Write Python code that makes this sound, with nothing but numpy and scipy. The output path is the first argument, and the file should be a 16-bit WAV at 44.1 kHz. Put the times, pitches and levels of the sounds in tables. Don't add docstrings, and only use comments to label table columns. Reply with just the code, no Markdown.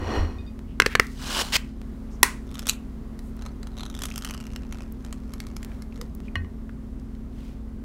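import sys
import numpy as np
from scipy import signal
from scipy.fft import rfft, irfft
from scipy.io import wavfile
from scipy.ndimage import uniform_filter1d

SR = 44100
rng = np.random.default_rng(int(sys.argv[2]) if len(sys.argv) > 2 else 0)


def transcribe(u):
    v = np.clip(np.atleast_2d(u).T, -1, 1)
    q = np.round(v * 32767).astype(np.int16)
    wavfile.write(sys.argv[1], SR, q)


N = 345744

# start in seconds, level in dB.
LID_SNAPS = [(2.5457, -22.5), (2.5932, -9), (2.6695, -4.5), (2.6802, -8), (2.6947, -5), (3.1914, -22.5),
             (3.422, -21.5), (3.4626, -15.5), (3.6308, -19.5), (3.671, -19.5), (3.7851, -18.5),
             (3.8074, -14), (3.8337, -14), (3.863, -16), (3.9, -18.5), (3.9506, -16), (3.991, -16),
             (4.021, -10.5), (4.0359, -7), (4.0554, -7.5), (4.1595, -11), (4.179, -7.5), (4.248, -7.5),
             (4.3089, -11), (4.3452, -18.5), (4.4092, -23), (4.5612, -12.5), (4.725, -14.5), (4.821, -25),
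             (5.0485, -21), (5.1273, -13.5), (5.337, -15.5), (5.403, -12), (5.4681, -21), (5.5663, -14),
             (5.6298, -17.5), (5.822, -21), (6.0135, -12)]
# peak time in seconds, slip level in dB, rise and fall in seconds.
LID_PULLS = [(2.55, -20, 0.035, 0.098), (2.715, -14.5, 0.1, 0.022), (3.45, -19.5, 0.041, .035),
             (3.82, -21.5, 0.074, 0.063), (4.04, -11.5, 0.061, 0.069), (4.25, -19.5, 0.19, 0.26),
             (4.79, -24.5, 0.089, .07), (5.08, -31.5, 0.087, 0.14), (5.401, -28.5, 0.19, 0.17),
             (5.97, -32, 0.053, .08)]
# time in seconds, pitch in Hz, height in dB, tilt in dB/octave.
LID_TRACK = [(2.68, 3460, 5.5, 2), (3.45, 4150, -1, -1), (3.83, 3850, 13.5, -0.5), (3.96, 3540, 10.5, 1.5),
             (4.05, 3350, 2, 3), (4.25, 3010, 7.5, 2.5), (4.55, 2730, 3.5, -.5), (5.2, 2320, -1, 0.5),
             (6, 2030, 6.5, 1.5)]
LID_PEAKS = [(.72, 0.11, -0.17), (.92, 0.15, 0.76), (1.04, 0.11, 1), (1.27, 0.27, -0.58), (1.62, .1, .45),
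             (1.98, 0.072, 0.31), (2.75, 0.021, 0.52)]
# start in seconds, energy in dB, decay in seconds.
LID_BUCKLES = [(2.6892, 0.5, 0.0033), (2.6954, 8, 0.0014), (2.702, -11, 0.0022)]
SEAL_POPS = [(2.2306, 23, 0.00091), (2.2326, 18.5, 0.0011)]
# centre in Hz, width in octaves, height in dB.
TIN_WALL_PEAKS = [(1286, 0.24, 9.5), (1810, 0.046, 0.5), (5270, 0.073, 1.5), (6070, 0.035, 2.5),
                  (8450, 0.054, -0.5), (11400, .04, 2)]
SEALED_LID_PEAKS = [(388, 0.08, 3), (1090, 0.44, 3.5), (1846, 0.24, 6.5), (2241, 0.36, 10),
                    (5330, 0.029, 4.5), (9700, .15, 5)]
SLEEVE_PEAKS = [(1030, 0.21, 4), (1580, 0.075, 5.5), (3000, 0.11, 4.8), (4000, .05, 2.2), (5140, .07, 2.9)]
# frequency in Hz, relative level in dB.
SNAP_SPECTRUM = [(100, -30), (600, 3), (1200, -0.5), (2200, -0.5), (4600, -0.5), (6200, 0), (8000, -4),
                 (9500, -8), (11000, -6.5), (14000, -14), (16000, -19.5)]
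BUCKLE_SPECTRUM = [(200, -47), (1200, -82), (2100, -5), (2800, 4), (3300, -17), (3950, 10), (5100, -17),
                   (6200, 1.5), (7500, -0.5), (11000, -10), (13700, -5), (16000, -32)]
POP_SPECTRUM = [(60, -23.5), (350, -10), (580, -15.5), (1000, -6.5), (2200, -15), (3100, -15.5),
                (3900, -9.5), (5200, -13), (8000, -10), (10500, -12.5), (12000, -16), (16000, -17)]
POP_TAIL_SPECTRUM = [(200, -18.5), (700, -8.5), (1200, 1), (2100, 3), (3300, -6), (6500, -5.5),
                     (8200, -6.5), (10000, -9), (12000, -21.5), (16000, -19.5)]
CARD_SPECTRUM = [(100, -13), (400, -1), (700, -1.5), (1300, -0.5), (2000, -6), (3000, -1.5), (5500, -4.5),
                 (8000, -8), (12000, -16), (16000, -19)]
RIM_SPECTRUM = [(100, -42), (400, -16.5), (1000, -11.5), (1600, -10), (2300, -2), (3200, -6.5), (5200, -7),
                (8000, -13.5), (11000, -22.5), (16000, -22)]
NAIL_SPECTRUM = [(60, -35.5), (400, -2.5), (750, -5.5), (1700, 5), (3000, -3), (4500, -7), (8000, -13.5),
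                 (12000, -23), (16000, -27)]
DRAG_SPECTRUM = [(30, -8), (90, 7.5), (160, -8.5), (350, 4.5), (550, -5.5), (1100, -6.5), (1700, -14.5),
                 (3000, -22.5), (6000, -38), (10000, -42.5), (16000, -47.5)]
AIR_SPECTRUM = [(15, -27), (25, -0.5), (93, -8), (193, -10.5), (227, -11), (260, -12), (281, -17.5),
                (389, -18), (482, -26), (848, -35), (1110, -35), (1710, -42.5), (2060, -43), (2300, -47.5),
                (15500, -60.5)]
# peak in dB, starting speed 0-1, drop once free in dB, fade in dB/s.
SLEEVE_STROKE = (-24, 0.04, 10.5, 91)
RIM_STROKE = (-16, 0.525, 23, 900)
# start in seconds, level in dB, pitch ratio, click and thud in relative dB.
NAIL_TAPS = [(0.8005, 13, 0.97, 0.5, -12.5), (0.8208, 5, 1.26, -2, -13), (.8617, 0.5, 1.3, 2.5, -10),
             (.864, -1.5, 1.1, 4.5, 7.5), (0.9526, 12.5, 0.94, -6.5, -12.5), (0.9543, 10, 1.05, -9, -14.5),
             (0.9976, 10.5, 0.8, 5, -2.5)]
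# frequency in Hz, relative level in dB, T60 in seconds before added damping.
BOX_MODES = [(1260, -8.5, .009), (1680, 8, 0.021), (2045, 6.5, 0.013), (2350, -11.5, 0.003),
             (4100, 1, 0.0098)]
PANEL_MODES = [(247, -22.5, 0.033), (431.4, -7.5, .022), (498, -5.5, 0.023)]
FULL_TIN_MODES = [(1150, 10.5, 0.028), (1900, 5, 0.041), (2030, 11, 0.025), (2897, 5, 0.047),
                  (3150, -13, 0.04), (4500, -17, 0.011), (5730, -17, 0.016), (7100, -23, .02),
                  (9000, -20, 0.017)]
PLATE_MODES = [(673, -26, 0.071), (1065, -8.5, 0.085), (1520, -9, 0.2), (1856, 9, 0.14), (2536, -1.5, 0.15),
               (2891, 4, 0.089), (3176, -7, 0.088), (3622, -20.5, .17), (4150, 5.5, 0.085), (4340, 1, 0.08),
               (5600, 3.5, 0.08), (7250, -17, .2)]
FORK_MODES = [(2490, 0.5, 0.19), (3670, 0, 0.083), (4734, -12, 0.15)]
# start in seconds, energy in dB, tilt in dB/octave.
TIN_STRIKES = [(6.356, -1, 3.5), (6.447, -23, -3)]
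PLATE_STRIKES = [(6.3554, -3, -12.5), (6.444, -33, -6.5)]
FORK_STRIKES = [(.385, -22.5, 2), (0.409, -33, 20), (0.465, -29.5, 23), (0.477, -29, 10)]
DRY_TICKS = [(0.592, -20, -2), (1.8165, -18, -2), (3.367, -30, 6), (4.9239, -16.5, 15), (5.648, -18, 3),
             (6.1508, -19.5, 11.5), (6.2035, -21, -2)]
# start in seconds, energy in dB, frequency in Hz, T60 in seconds.
TABLE_BOOMS = [(.01, 1, 84.6, 0.85), (.168, 9.5, 83.6, 1), (0.194, 10, 36.3, 0.28),
               (0.214, 8.5, 77.8, 0.45), (6.364, 6, 85, 0.56)]
# start in seconds, energy in dB, centre in Hz, width in octaves.
DULL_TOUCHES = [(1.068, -21, 4970, 1), (4.113, -15, 2470, 0.17), (5.717, -25.5, 1970, .32),
                (5.924, -27.5, 2050, .4), (6.281, -21.5, 2350, 0.13), (6.693, -22, 1450, 0.33),
                (6.997, -36, 4500, .76), (7.15, -34.5, 3000, 0.55)]
# start and length in seconds, peak rms in dB, centre in Hz, width in octaves.
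SKIN_RUBS = [(0.65, 0.12, -62.5, 2790, 0.22), (0.835, 0.075, -44, 3000, 0.9),
             (0.887, 0.071, -36.5, 1930, 0.51), (0.985, 0.092, -47, 1900, 1.5), (1.02, .2, -55, 4500, 0.96),
             (2.092, 0.09, -59.5, 6030, 0.27), (3.187, 0.16, -64, 9000, 0.67),
             (5.508, 0.42, -56, 880, 1.04), (5.901, 0.21, -50, 477, 0.14), (6.213, 0.095, -62.5, 3000, .7),
             (7.266, 0.36, -59, 2430, 1.05)]
# frequency in Hz, rms in dB.
HUM_TONES = [(32.5, -41.5), (56.3, -40), (73.5, -48), (221.2, -43.5), (258.3, -47)]
# time in seconds, gain above 500 Hz in dB.
HISS_GAIN = [(0, 4), (1.75, -2), (1.85, 4), (7.84, 0.67)]
# frequency in Hz, T60 in seconds.
ROOM_T60 = [(200, 0.1), (800, .28), (2200, .31), (3200, 0.21), (5000, 0.12), (9000, 0.17), (15000, .16)]


def lid_tear(slips=300, drop_db=10, spread_db=4.5):
    out = np.zeros(N)
    slots_s = np.linspace(LID_PULLS[0][0] - 0.1, LID_PULLS[-1][0] + 0.15, slips + 1)
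    times_s = slots_s[:-1] + np.diff(slots_s) * rng.random(slips)
    surges_db = [db + swell_db(times_s, s, drop_db / rise, drop_db / fall)
                 for s, db, rise, fall in LID_PULLS]
    scatter = np.clip(rng.standard_normal((slips, 2)), -1.6, 1.6)
    for s, db, (size, shade) in zip(times_s, np.max(surges_db, axis=0), scatter):
        add(out, s, amp(db + spread_db * size) * lid_snap(s, tilt_db_oct=1.5 * shade - 2.5))
    for s, db, decay_s in LID_BUCKLES:
        add(out, s, amp(db) * burst(decay_s, curve(BUCKLE_SPECTRUM, bins()), direct=0.77))
    for s, db in LID_SNAPS:
        add(out, s, amp(db) * lid_snap(s))
    return out


def lid_snap(s, tilt_db_oct=0, flex=0.033):
    times_s, *columns = np.transpose(LID_TRACK)
    hz, height_db, bright_db_oct = (np.interp(s, times_s, column) for column in columns)
    hz *= 1 + flex * rng.standard_normal()
    body_db = peaks_db(TIN_WALL_PEAKS) + height_db * peaks_db(LID_PEAKS, hz)
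    slope_db = (bright_db_oct + tilt_db_oct) * np.log2(bins())
    crack = burst(0.0017, curve(SNAP_SPECTRUM, bins()) + body_db + slope_db, direct=0.67)
    return crack + amp(-12.5) * ring([(1.02 * hz, 0, 0.033)], size=len(crack))


def seal_pop(tail_db=2, tail_decay_s=0.045):
    out = np.zeros(N)
    crack_db = curve(POP_SPECTRUM, bins()) + peaks_db(SEALED_LID_PEAKS)
    for s, db, decay_s in SEAL_POPS:
        add(out, s, amp(db) * burst(decay_s, crack_db, direct=1.2))
    tail = burst(tail_decay_s, curve(POP_TAIL_SPECTRUM, bins()), size=12000)
    add(out, SEAL_POPS[0][0], amp(tail_db) * tail)
    return out


def tin_slide(sleeve_s=(1.12, 1.422), rim_s=(1.523, 1.568)):
    fibres = friction(slips_per_s=900, spread_db=3.5, hiss=1.0)
    scrape = 0.75 * fibres + 0.65 * seam_snags(sleeve_s[0], rim_s[1])
    out = np.zeros(N)
    strokes = (sleeve_s, SLEEVE_STROKE, CARD_SPECTRUM), (rim_s, RIM_STROKE, RIM_SPECTRUM)
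    for span_s, stroke, spectrum in strokes:
        sleeve = unit_energy(colour(np.ones(1), curve(spectrum, bins()) + peaks_db(SLEEVE_PEAKS)))
        out += signal.oaconvolve(scrape, sleeve)[:N] * scrape_gain(*span_s, *stroke)
    return out


def seam_snags(start_s, end_s, count=110):
    out = np.zeros(N)
    for s in start_s + (end_s - start_s) * (np.arange(count) + rng.random(count)) / count:
        ripple_db = 5 * unit_rms(uniform_filter1d(rng.standard_normal(len(bins())), 24))
        add(out, s, amp(2 * rng.standard_normal()) * burst(0.003, ripple_db))
    return unit_energy(out) * np.sqrt((end_s - start_s) * SR)


def scrape_gain(start_s, free_s, peak_db, first_speed, drop_db, fade_db_per_s):
    t = np.arange(N) / SR
    speed = np.interp(t, [start_s, free_s], [first_speed, 1], left=0)
    release_db = (t > free_s) * (drop_db + fade_db_per_s * (t - free_s))
    return speed ** 2.01 * amp(peak_db - release_db)


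def box_taps():
    out = np.zeros(N)
    thud = ring(PANEL_MODES, size=4000)
    for s, db, pitch, click_db, thud_db in NAIL_TAPS:
        hollow = ring(BOX_MODES, pitch, damping=1.2, size=4000)
        add(out, s, amp(db - 1.5) * (hollow + amp(thud_db) * thud))
        add(out, s, amp(db + click_db) * burst(0.0017, curve(NAIL_SPECTRUM, bins()), direct=0.7))
    return out


def plate_drag(peak_s=0.16):
    grind = friction(slips_per_s=1300, spread_db=0.5, hiss=0.99)
    gain = amp(-26 + swell_db(np.arange(N) / SR, peak_s, rise_db_per_s=63, fall_db_per_s=110))
    wood = unit_rms(colour(grind, curve(DRAG_SPECTRUM, bins()))[:N])
    china = signal.fftconvolve(grind * gain, ring(PLATE_MODES, damping=2.1))[:N]
    return wood * gain + amp(-13) * china


def table_impacts():
    out = np.zeros(N)
    bodies = (PLATE_MODES, PLATE_STRIKES), (FULL_TIN_MODES, TIN_STRIKES), (FORK_MODES, FORK_STRIKES)
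    for modes, strikes in bodies:
        for s, db, tilt in strikes:
            add(out, s, amp(db) * ring(modes, tilt_db_oct=tilt))
    for s, db, hz, t60_s in TABLE_BOOMS:
        add(out, s, amp(db) * ring([(hz, 0, t60_s)]))
    return out


def handling(touch_decay_s=0.0025):
    out = np.zeros(N)
    for s, db, hz, octaves in DULL_TOUCHES:
        add(out, s, amp(db) * burst(touch_decay_s, hump_db(hz, octaves)))
    skin = friction(slips_per_s=1800, spread_db=3.5, hiss=0.91)
    for s, length_s, db, hz, octaves in SKIN_RUBS:
        stroke = skin[round(s * SR):][:round(length_s * SR)]
        rub = unit_rms(colour(stroke, hump_db(hz, octaves))[:len(stroke)])
        add(out, s, amp(db) * rub * np.hanning(len(rub)))
    return out


def ticks(decay_s=0.00008):
    out = np.zeros(N)
    click = np.exp(-np.arange(200) / SR / decay_s)
    for s, db, tilt_db_oct in DRY_TICKS:
        add(out, s, amp(db) * unit_energy(colour(click, tilt_db_oct * np.log2(bins()))))
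    return out


def room_echo(x, onset_s=0.0022):
    hz, t, bands = signal.stft(rng.standard_normal(22050), SR, nperseg=256)
    decay = amp(-60 * t / curve(ROOM_T60, hz)[:, None])
    tail = signal.istft(bands * decay, SR, nperseg=256)[1]
    tail *= np.clip(np.arange(len(tail)) / SR / onset_s - 0.5, 0, 1)
    return signal.fftconvolve(x, unit_energy(tail))[:N]


def appliance_hum(waver_db=0.23, waver_rad=0.24):
    t = np.arange(N) / SR
    out = np.zeros(N)
    for hz, db in HUM_TONES:
        gain = np.sqrt(2) * amp(db + waver_db * drift(top_hz=3))
        out += gain * np.sin(2 * np.pi * hz * t + waver_rad * drift(top_hz=1.6))
    return out


def room_air(level_db=-41):
    t, hz = np.arange(N) / SR, bins(N)
    shape = amp(curve(AIR_SPECTRUM, hz)) * hz / (hz + 15)
    air = amp(level_db) * unit_rms(irfft(rfft(rng.standard_normal(N)) * shape, N))
    hiss = signal.sosfiltfilt(signal.butter(2, 500, "high", fs=SR, output="sos"), air)
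    return air + hiss * (amp(np.interp(t, *np.transpose(HISS_GAIN))) - 1)


def burst(decay_s, gain_db, direct=0, size=1024, rise_s=0.0001):
    t = np.arange(size) / SR
    scatter = unit_energy(rng.standard_normal(size) * np.exp(-t / decay_s) * (1 - np.exp(-t / rise_s)))
    return unit_energy(colour(scatter + direct * (t == 0), gain_db))


def ring(modes, pitch=1, tilt_db_oct=0, damping=1, size=20000):
    t = np.arange(size) / SR
    out = np.zeros(size)
    for hz, db, t60_s in modes:
        envelope = amp(db + tilt_db_oct * np.log2(hz) - 60 * t * damping / t60_s)
        out += envelope * np.sin(2 * np.pi * hz * pitch * t)
    return unit_energy(out)


def friction(slips_per_s, spread_db, hiss):
    sizes = amp(spread_db * np.minimum(rng.exponential(1, N), 4)) * rng.choice([-1, 1], N)
    slips = unit_rms(sizes * (rng.random(N) < slips_per_s / SR))
    return unit_rms(slips + hiss * rng.standard_normal(N))


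def drift(top_hz):
    t = np.linspace(0, N / SR, 800)
    rates_hz = np.geomspace(top_hz / 10, top_hz, 20)
    slow = sum(np.sin(2 * np.pi * (hz * t + rng.random())) for hz in rates_hz)
    return np.interp(np.arange(N) / SR, t, unit_rms(slow))


def colour(x, gain_db):
    log_gain = np.log(amp(np.concatenate([gain_db, gain_db[-2:0:-1]])))
    response = np.exp(np.conj(signal.hilbert(log_gain)))[:len(gain_db)]
    return signal.fftconvolve(x, irfft(response))


def swell_db(t, peak_s, rise_db_per_s, fall_db_per_s):
    return np.minimum(rise_db_per_s * (t - peak_s), fall_db_per_s * (peak_s - t))


def peaks_db(rows, pitch=1):
    return sum(db * amp(hump_db(hz * pitch, octaves)) for hz, octaves, db in rows)


def hump_db(hz, octaves):
    return -20 * np.log10(1 + (np.log2(bins() / hz) / octaves) ** 2)


def curve(points, hz):
    points_hz, values = np.transpose(points)
    return np.interp(np.log(hz + 1), np.log(points_hz), values)


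def bins(size=2048):
    return np.fft.rfftfreq(size, 1 / SR) + 1


def amp(db):
    return 10 ** (np.asarray(db) / 20)


def unit_energy(x):
    return x / np.sqrt(np.sum(x ** 2) + 1e-20)


def unit_rms(x):
    return unit_energy(x) * np.sqrt(len(x))


def add(mix, start_s, sound):
    part = mix[max(round(start_s * SR), 0):][:len(sound)]
    part += sound[:len(part)]


def scene():
    table = plate_drag() + table_impacts()
    taps, slide, pop, tear, hands = box_taps(), tin_slide(), seal_pop(), lid_tear(), handling()
    echo = room_echo(amp(-13) * tear + amp(-21) * pop + amp(-18) * slide + amp(-20) * taps
                     + amp(-17) * (table + hands))
    close = tear + pop + slide + taps + table + hands + ticks()
    return (close + echo + room_air() + appliance_hum())[None]


def record(dry):
    lowpass = signal.firwin(511, cutoff=15850, window=("kaiser", 9), fs=SR)
    return signal.oaconvolve(np.clip(dry, -1, 1), lowpass[None], "same")


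dry = scene()
out = record(dry)
transcribe(out)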